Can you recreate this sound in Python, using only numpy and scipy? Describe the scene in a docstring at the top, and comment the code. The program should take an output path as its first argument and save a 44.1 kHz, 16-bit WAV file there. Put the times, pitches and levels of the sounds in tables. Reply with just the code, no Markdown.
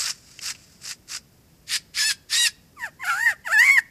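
"""A lyrebird displays in a quiet forest. Its tail feathers rustle (coloured noise, two flicks) as it gives
four fluttering rasps of chaotic puffs. Three screeches follow, chaos of which the last two lock into a pitch.
Three swooping whistles end the display: harmonics from two sides of the syrinx, beating against each other.
Throughout, the ground and trees answer faintly (decaying noise echoes) over a low noise floor."""
import sys
import numpy as np
from scipy import signal
from scipy.fft import rfft, irfft, next_fast_len
from scipy.io import wavfile
from scipy.ndimage import uniform_filter1d, map_coordinates

SR = 44100
rng = np.random.default_rng(int(sys.argv[2]) if len(sys.argv) > 2 else 0)


def generate_wav(sig):
    """Save sig (samples, or channels by samples) to the path in sys.argv[1] as 16-bit PCM at SR."""
    pcm = np.round(np.clip(np.atleast_2d(sig).T, -1, 1) * 32767).astype(np.int16)
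    wavfile.write(sys.argv[1], SR, pcm)


N = 171990
TOP_HZ = 14600  # band limit

# spectrum of the rasps and of the tail rustle: freq_hz, relative_level_db
RASP_SPECTRUM = [(240,-53),(500,-26),(940,-21.5),(1290,-9.5),(1800,-7),(2150,-9),(2700,-6),(3200,-13),(4100,-9.5),(4800,0),(5400,-0.5),(6100,-5),(7700,-3.5),(9100,-13.5),(13100,-21.5),(14500,-33)]


def amp(db):
    """Decibels to amplitude."""
    return 10 ** (np.asarray(db) / 20)


def unit(x):
    """Scale to rms 1."""
    return x / np.sqrt(np.mean(x ** 2) + 1e-20)


def clock():
    """Time of each sample, s."""
    return np.arange(N) / SR


def along(points, hz):
    """Interpolate (Hz, value) points on a log frequency axis."""
    f, v = np.transpose(points)
    return np.interp(np.log(hz + 1), np.log(f + 1), v)


def curves(rows):
    """One value per sample for each column after the time."""
    s, *cols = np.transpose(rows)
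    return [np.interp(clock(), s, c) for c in cols]


def wobble(knots_per_s):
    """Smooth random curve through normally distributed knots."""
    knots = rng.standard_normal(int(N * knots_per_s / SR) + 4)
    return map_coordinates(knots, [np.arange(N) * knots_per_s / SR])


def phase_of(hz):
    """Integrate frequency to phase, rad."""
    return 2 * np.pi * np.cumsum(hz) / SR


def gate(start_s, end_s, edge_s):
    """1 between two times, with soft tanh edges."""
    opening = 1 + np.tanh((clock() - start_s) / edge_s)
    closing = 1 + np.tanh((end_s - clock()) / edge_s)
    return opening * closing / 4


def filtered(x, response):
    """Multiply the spectrum of x by a function of frequency."""
    m = next_fast_len(N + SR // 2)
    return irfft(rfft(x, m) * response(np.fft.rfftfreq(m, 1 / SR)), m)[:N]


def noise(spectrum, drive=1):
    """Coloured noise of rms 1, pulsed by drive before it is coloured."""
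    return unit(filtered(drive * rng.standard_normal(N), lambda hz: amp(along(spectrum, hz))))


def envelope(calls, release_s):
    """Each call ramps up from silence, swells to its level, then dies by 20 dB per release_s."""
    t = clock()
    total = 0
    for start_s, attack_s, end_s, level_db, swell_db_per_s in calls:
        attack = np.clip((t - start_s) / attack_s, 0, 1) ** 1.56
        swell_db = swell_db_per_s * (np.clip(t, start_s, end_s) - end_s)
        release_db = 20 * np.maximum(t - end_s, 0) / release_s
        total = total + attack * amp(level_db + swell_db - release_db)
    return total


def chaos(spectrum, pulse_hz, scatter, sharpness):
    """Irregular puffs of the syrinx through the throat's resonances, each of which flares on its own."""
    flare_db = 2  # rms
    pulses = np.exp(sharpness * np.cos(phase_of(pulse_hz * (1 + scatter * wobble(900)))))
    z = signal.stft(noise(spectrum, pulses), nperseg=128)[2]
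    flare = uniform_filter1d(rng.standard_normal(z.shape), size=3, axis=0)  # across frequency
    flare = uniform_filter1d(flare, size=9, axis=1)  # across time
    return unit(signal.istft(z * amp(flare_db * unit(flare)), nperseg=128)[1][:N])


def rasps():
    """Chaotic puffs that flutter some fifty times a second."""
    # dry rasps: start_s, attack_s, end_s, level_at_end_db, swell_db_per_s
    rasp_calls = [(-.03, .02, 0.11, -27, -12), (.398, 0.035, 0.51, -27.5, 50),
                  (.79, 0.06, 0.9217, -30.5, 89), (1.066, 0.038, 1.167, -30, 80)]
    release_s, flutter_hz, flutter_depth = 0.022, 52, 0.2
    flutter = 1 + flutter_depth * np.sin(phase_of(flutter_hz * (1 + 0.11 * wobble(20.6))))
    puffs = chaos(RASP_SPECTRUM, pulse_hz=798.7, scatter=.4, sharpness=1.3)
    return envelope(rasp_calls, release_s) * unit(flutter) * puffs


def feathers():
    """The shivering tail rustles as coloured noise; two flicks of the quills decay exponentially."""
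    # tail rustle: time_s, level_db
    rustle_levels = [(0, -44), (.22, -55.5), (.32, -50.5), (.58, -56.5), (.65, -53.5), (.78, -60),
                     (1.0, -67)]
    # quill flicks: start_s, level_db, t60_s
    quill_flicks = [(0.391, -29, .02), (.549, -41.5, 0.066)]
    # flick spectrum: freq_hz, relative_level_db
    flick_spectrum = [(500, -15), (1500, -12), (2700, 3.5), (3600, -9), (5200, -2), (7800, -12),
                      (9500, -22), (14000, -30)]
    level_db, = curves(rustle_levels)
    rustle = amp(level_db + 1.5 * wobble(100)) * noise(RASP_SPECTRUM)
    t = clock()
    flicks = 0
    for start_s, flick_db, t60_s in quill_flicks:
        flicks = flicks + amp(flick_db - 60 * np.maximum(t - start_s, 0) / t60_s) * (t >= start_s)
    return rustle + flicks * noise(flick_spectrum)


def forest(x):
    """Quick scatter from the ground and a faint tail from the trees: x convolved with decaying noise."""
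    # decay of the tail: freq_hz, t60_s
    tail_decay = [(500, 0.93), (2000, 0.47), (5000, 0.47), (12000, 0.19)]
    trees_db, ground_db, ground_t60_s = -30, -19, 0.15
    hz, t, z = signal.stft(rng.standard_normal(SR), SR, nperseg=256)
    decay = amp(-60 * t / along(tail_decay, hz)[:, None])
    trees = signal.istft(z * decay, SR, nperseg=256)[1][:SR]
    ground = rng.standard_normal(SR) * amp(-60 * clock()[:SR] / ground_t60_s)
    answer = amp(trees_db) * trees / np.linalg.norm(trees)
    answer = answer + amp(ground_db) * ground / np.linalg.norm(ground)
    return signal.fftconvolve(x, answer)[:N]


def noise_floor():
    """Steady noise, strongest in the bass."""
    # floor spectrum: freq_hz, relative_level_db
    floor_spectrum = [(15, -37.5), (25, -15), (60, -6.5), (161, -7), (205, -11.5), (240, -11), (260, -12.5),
                      (420, -18.5), (506, -20), (1010, -27.5), (8070, -37), (14500, -31)]
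    floor_db = -56  # rms
    return amp(floor_db) * noise(floor_spectrum)


def screeches():
    """Chaos that locks into a jittery tone, roughened by a sagging undertone, until its period doubles."""
    # screeches: start_s, attack_s, end_s, level_at_end_db, swell_db_per_s
    screech_calls = [(1.66, 0.069, 1.764, -21, 59.5), (1.93, 0.069, 2.115, -21, 3),
                     (2.284, 0.051, 2.472, -17.5, 28)]
    # spectrum of the chaos: freq_hz, relative_level_db
    screech_spectrum = [(240,-58),(874,-27.5),(1230,-13.5),(1500,-14.5),(1770,-5.5),(2350,-3.5),(3100,-6),(4000,-4),(4800,1.5),(5900,-6.5),(7600,-8),(9000,-12),(13500,-21.5),(14500,-40)]
    # tone inside the screeches: time_s, pitch_hz, tonal_power_share (0-1)
    tone_track = [(1.70, 1800, .05), (1.77, 1728, 0.07), (1.98, 1680, 0.05), (2.004, 1750, 0.52),
                  (2.03, 1700, .85), (2.075, 1775, 0.95), (2.092, 1740, 0.88), (2.115, 1600, 0.37),
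                  (2.32, 1779, .2), (2.36, 1850, .6), (2.39, 1936, 0.83), (2.416, 1918, 0.97),
                  (2.44, 1913, 0.91), (2.46, 1840, 0.86), (2.478, 1678, 0.5)]
    # spectrum of the tone: freq_hz, relative_level_db
    tone_spectrum = [(900, -27), (1700, 0), (2000, -3.5), (2700, -2), (3500, -10), (3850, 2.5),
                     (4500, -4.5), (5300, 0), (6500, -9), (7700, -2.5), (8700, -16), (9700, -7),
                     (14000, -32.5)]
    # period doubling: start_s, end_s
    doubling_spans = [(2.046, 2.1), (2.407, 2.475)]
    # other side of the syrinx, sagging until the period doubles: time_s, pitch_hz
    undertone_track = [(1.97, 1280), (2.045, 960), (2.31, 1350), (2.405, 1010)]
    release_s = .022
    undertone_peak_db, undertone_depth = -25, .7  # its own level; how deeply it modulates the tone
    doubled_db = 0  # lines halfway between the harmonics

    pitch_hz, share = curves(tone_track)
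    share = np.clip(share, 0, 1)
    doubled = sum(gate(a, b, edge_s=0.0017) for a, b in doubling_spans)
    jitter = .007 * wobble(200) + .05 * (1 - share) * wobble(700)
    half_phase = phase_of(pitch_hz / 2 * (1 + jitter))
    undertone_hz = curves(undertone_track)[0] * (1 + .025 * wobble(500))
    undertone = np.sin(phase_of(undertone_hz)) * (1 - doubled)
    tone, power = 0, 0
    for k in range(1, 17):  # multiples of half the pitch
        gain = amp(along(tone_spectrum, k * pitch_hz / 2) + 2.5 * wobble(70))
        if k % 2:
            gain = gain * amp(doubled_db) * doubled
        modulation = 1 + undertone_depth * undertone * (k > 2)
        tone = tone + gain * np.sin(k * half_phase) * modulation
        power = power + gain * gain / 2
    voiced = tone / np.sqrt(power) + amp(undertone_peak_db) * undertone
    rough = chaos(screech_spectrum, pulse_hz=907, scatter=.25, sharpness=0.76)
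    return envelope(screech_calls, release_s) * (np.sqrt(share) * voiced + np.sqrt(1 - share) * rough)


def whistles():
    """The throat favours the second harmonic; the second voice beats with it and adds hiss to the overtones."""
    # fundamental, one list per whistle: time_s, pitch_hz
    pitch_tracks = [
        [(2.768, 1264), (2.80, 1025), (2.85, 889.5), (2.87, 778), (2.888, 590.4)],
        [(2.995, 1030), (3.025, 1080), (3.045, 740.6), (3.06, 690), (3.085, 862), (3.11, 818), (3.133, 754),
         (3.175, 810), (3.21, 912), (3.252, 962), (3.29, 881.5), (3.32, 770), (3.337, 590)],
        [(3.45, 1002), (3.472, 900), (3.483, 691), (3.497, 623.5), (3.52, 715), (3.534, 903), (3.575, 840),
         (3.605, 946), (3.64, 1038), (3.662, 1140), (3.70, 1102), (3.73, 1111), (3.76, 1075), (3.78, 972),
         (3.796, 870)],
    ]
    # loudness before trims, one list per whistle:
    # time_s, second_harmonic_db, overtones_near_3_khz_db, treble_db
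    effort_tracks = [
        [(2.76, -67.5, -79, -72), (2.798, -44.5, -63, -49.5), (2.842, -24.5, -44, -45),
         (2.864, -32.5, -52, -43), (2.9, -61, -67, -66)],
        [(2.99, -60, -80, -73), (3.0, -46, -64, -58), (3.04, -27.5, -43, -48), (3.054, -35, -41.5, -35.5),
         (3.084, -22, -39, -37.5), (3.1, -19, -30.5, -34.5), (3.16, -26.5, -54.5, -39.5), (3.25, -21, -43, -35),
         (3.266, -13.5, -43, -35.5), (3.294, -17, -45, -34.5), (3.31, -23.5, -40, -35.5),
         (3.35, -49.5, -66, -63)],
        [(3.44, -57, -59, -73), (3.45, -45, -57, -52.5), (3.474, -24, -42, -42), (3.492, -33, -53, -42),
         (3.532, -17, -39.5, -33.5), (3.57, -13.5, -35, -41), (3.6, -12, -26.5, -24), (3.616, -11.5, -31, -31),
         (3.658, -18, -40, -30.5), (3.706, -10.5, -41.5, -32), (3.722, -16, -34, -28), (3.766, -17, -39, -35.5),
         (3.788, -9, -34, -30.5), (3.805, -44, -54.5, -44)],
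    ]
    # other side of the syrinx, relative to the second harmonic: time_s, offset_hz, strength_db
    second_voice_track = [(2.79, -190, -7), (2.85, -120, -4), (2.88, -150, -6), (3.03, -100, -3),
                          (3.06, -100, -12.5), (3.088, -290, 4.5), (3.125, -190, 13), (3.175, -130, 4),
                          (3.21, -55.5, -3), (3.248, -40.5, -5.5), (3.275, 293, -14), (3.31, 267, 3),
                          (3.465, 80, -3), (3.52, 119, -10), (3.55, 99.5, -19), (3.605, -76.5, -19),
                          (3.625, -110, 1.5), (3.66, -150, -4.5), (3.705, -87, 0.5), (3.72, -94, -35),
                          (3.765, -81, -13), (3.785, -130, -5.5)]
    # spectrum of the overtones: freq_hz, relative_level_db
    overtone_spectrum = [(1900, 10), (2200, 4), (2800, 0.5), (3400, -7.5), (3900, -17.5), (4600, -6.5),
                         (5500, -12.5), (6100, -20.5), (7000, -6), (7800, -6), (8600, -21), (10000, -14),
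                         (13000, -16), (14500, -25)]
    # spectrum of the hiss: freq_hz, relative_level_db
    hiss_spectrum = [(1000, -22), (2800, 0), (3700, -13), (4900, 2), (6100, -6), (7200, 3), (8600, -8),
                     (10000, -6), (13500, -12), (14500, -20)]
    # spectrum of the grain: freq_hz, relative_level_db
    grain_spectrum = [(400, -25), (700, -12.5), (1200, -6), (1800, 0.5), (2600, -4), (3300, -17),
                      (5000, -36)]
    fundamental_db = -37  # at the loudest whistling
    whistle_trim_db, overtone_trim_db, hiss_trim_db, grain_trim_db = -1, 0, -1.5, -11.5
    jitter, clash_jitter = 0.00297, .02  # pitch scatter: always; added when the voices clash
    clear_hiss = 0.11  # hiss of a clear note
    rough_beat_hz = 115  # slower beats leave the note clearer

    pitch_hz, = curves(sum(pitch_tracks, []))
    whistle_db, middle_db, treble_db = curves(np.vstack(effort_tracks))
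    offset_hz, second_db = curves(second_voice_track)
    second = amp(second_db)
    clash = np.tanh(2 * second * np.minimum(np.abs(offset_hz) / rough_beat_hz, 1) ** 2)
    scatter = jitter * wobble(160) + clash_jitter * clash * wobble(800)
    phase = phase_of(uniform_filter1d(pitch_hz, size=300) * (1 + scatter))
    beat = phase_of(offset_hz * (1 + .12 * wobble(80)))

    def partial(k):
        """Harmonic k of both voices, scaled by their joint power."""
        pair = np.sin(k * phase) + second * np.sin(k * phase + k // 2 * beat)
        return pair * np.sqrt(2 / (1 + second ** 2))

    overtones = 0
    for k in range(3, 21):
        hz = k * pitch_hz
        high = np.clip((hz - 3400) / 800, 0, 1)  # crossfade from middle to treble
        level_db = middle_db + high * (treble_db - middle_db - 5 * clash) + along(overtone_spectrum, hz)
        level_db = level_db + 3.1 * high * wobble(21.99) + 2.0 * wobble(200)
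        overtones = overtones + amp(level_db) * (hz < TOP_HZ) * partial(k)

    hiss = noise(hiss_spectrum, 1 + 0.8 * np.cos(phase))
    hiss = hiss * (clear_hiss + 0.64 * clash) * (1 - 0.5 * clash * np.cos(beat))
    grain = noise(grain_spectrum) * clash * amp(grain_trim_db + (whistle_db + treble_db) / 2)
    voice = amp(whistle_db + whistle_trim_db) * partial(2) + amp(overtone_trim_db) * overtones
    voice = voice + amp(treble_db + hiss_trim_db) * hiss + grain
    sounding = sum(gate(w[0][0], w[-1][0], edge_s=.005) for w in pitch_tracks)
    beak_open = sum(gate(e[0][0], e[-1][0], edge_s=.003) for e in effort_tracks)
    level_db = fundamental_db + 0.19 * (whistle_db - whistle_db.max()) + 1.4 * wobble(180)
    fundamental = amp(level_db) * np.sqrt(2) * np.sin(phase)
    return beak_open * voice + sounding * fundamental


def scene():
    """The bird, its echoes and the noise floor."""
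    bird = rasps() + feathers() + screeches() + whistles()
    return (bird + forest(bird) + noise_floor())[None]


def record(dry):
    """Steep low-pass at the band limit."""
    return filtered(dry[0], lambda hz: 1 / np.sqrt(1 + (hz / TOP_HZ) ** 200))[None]


dry = scene()
out = record(dry)
generate_wav(out)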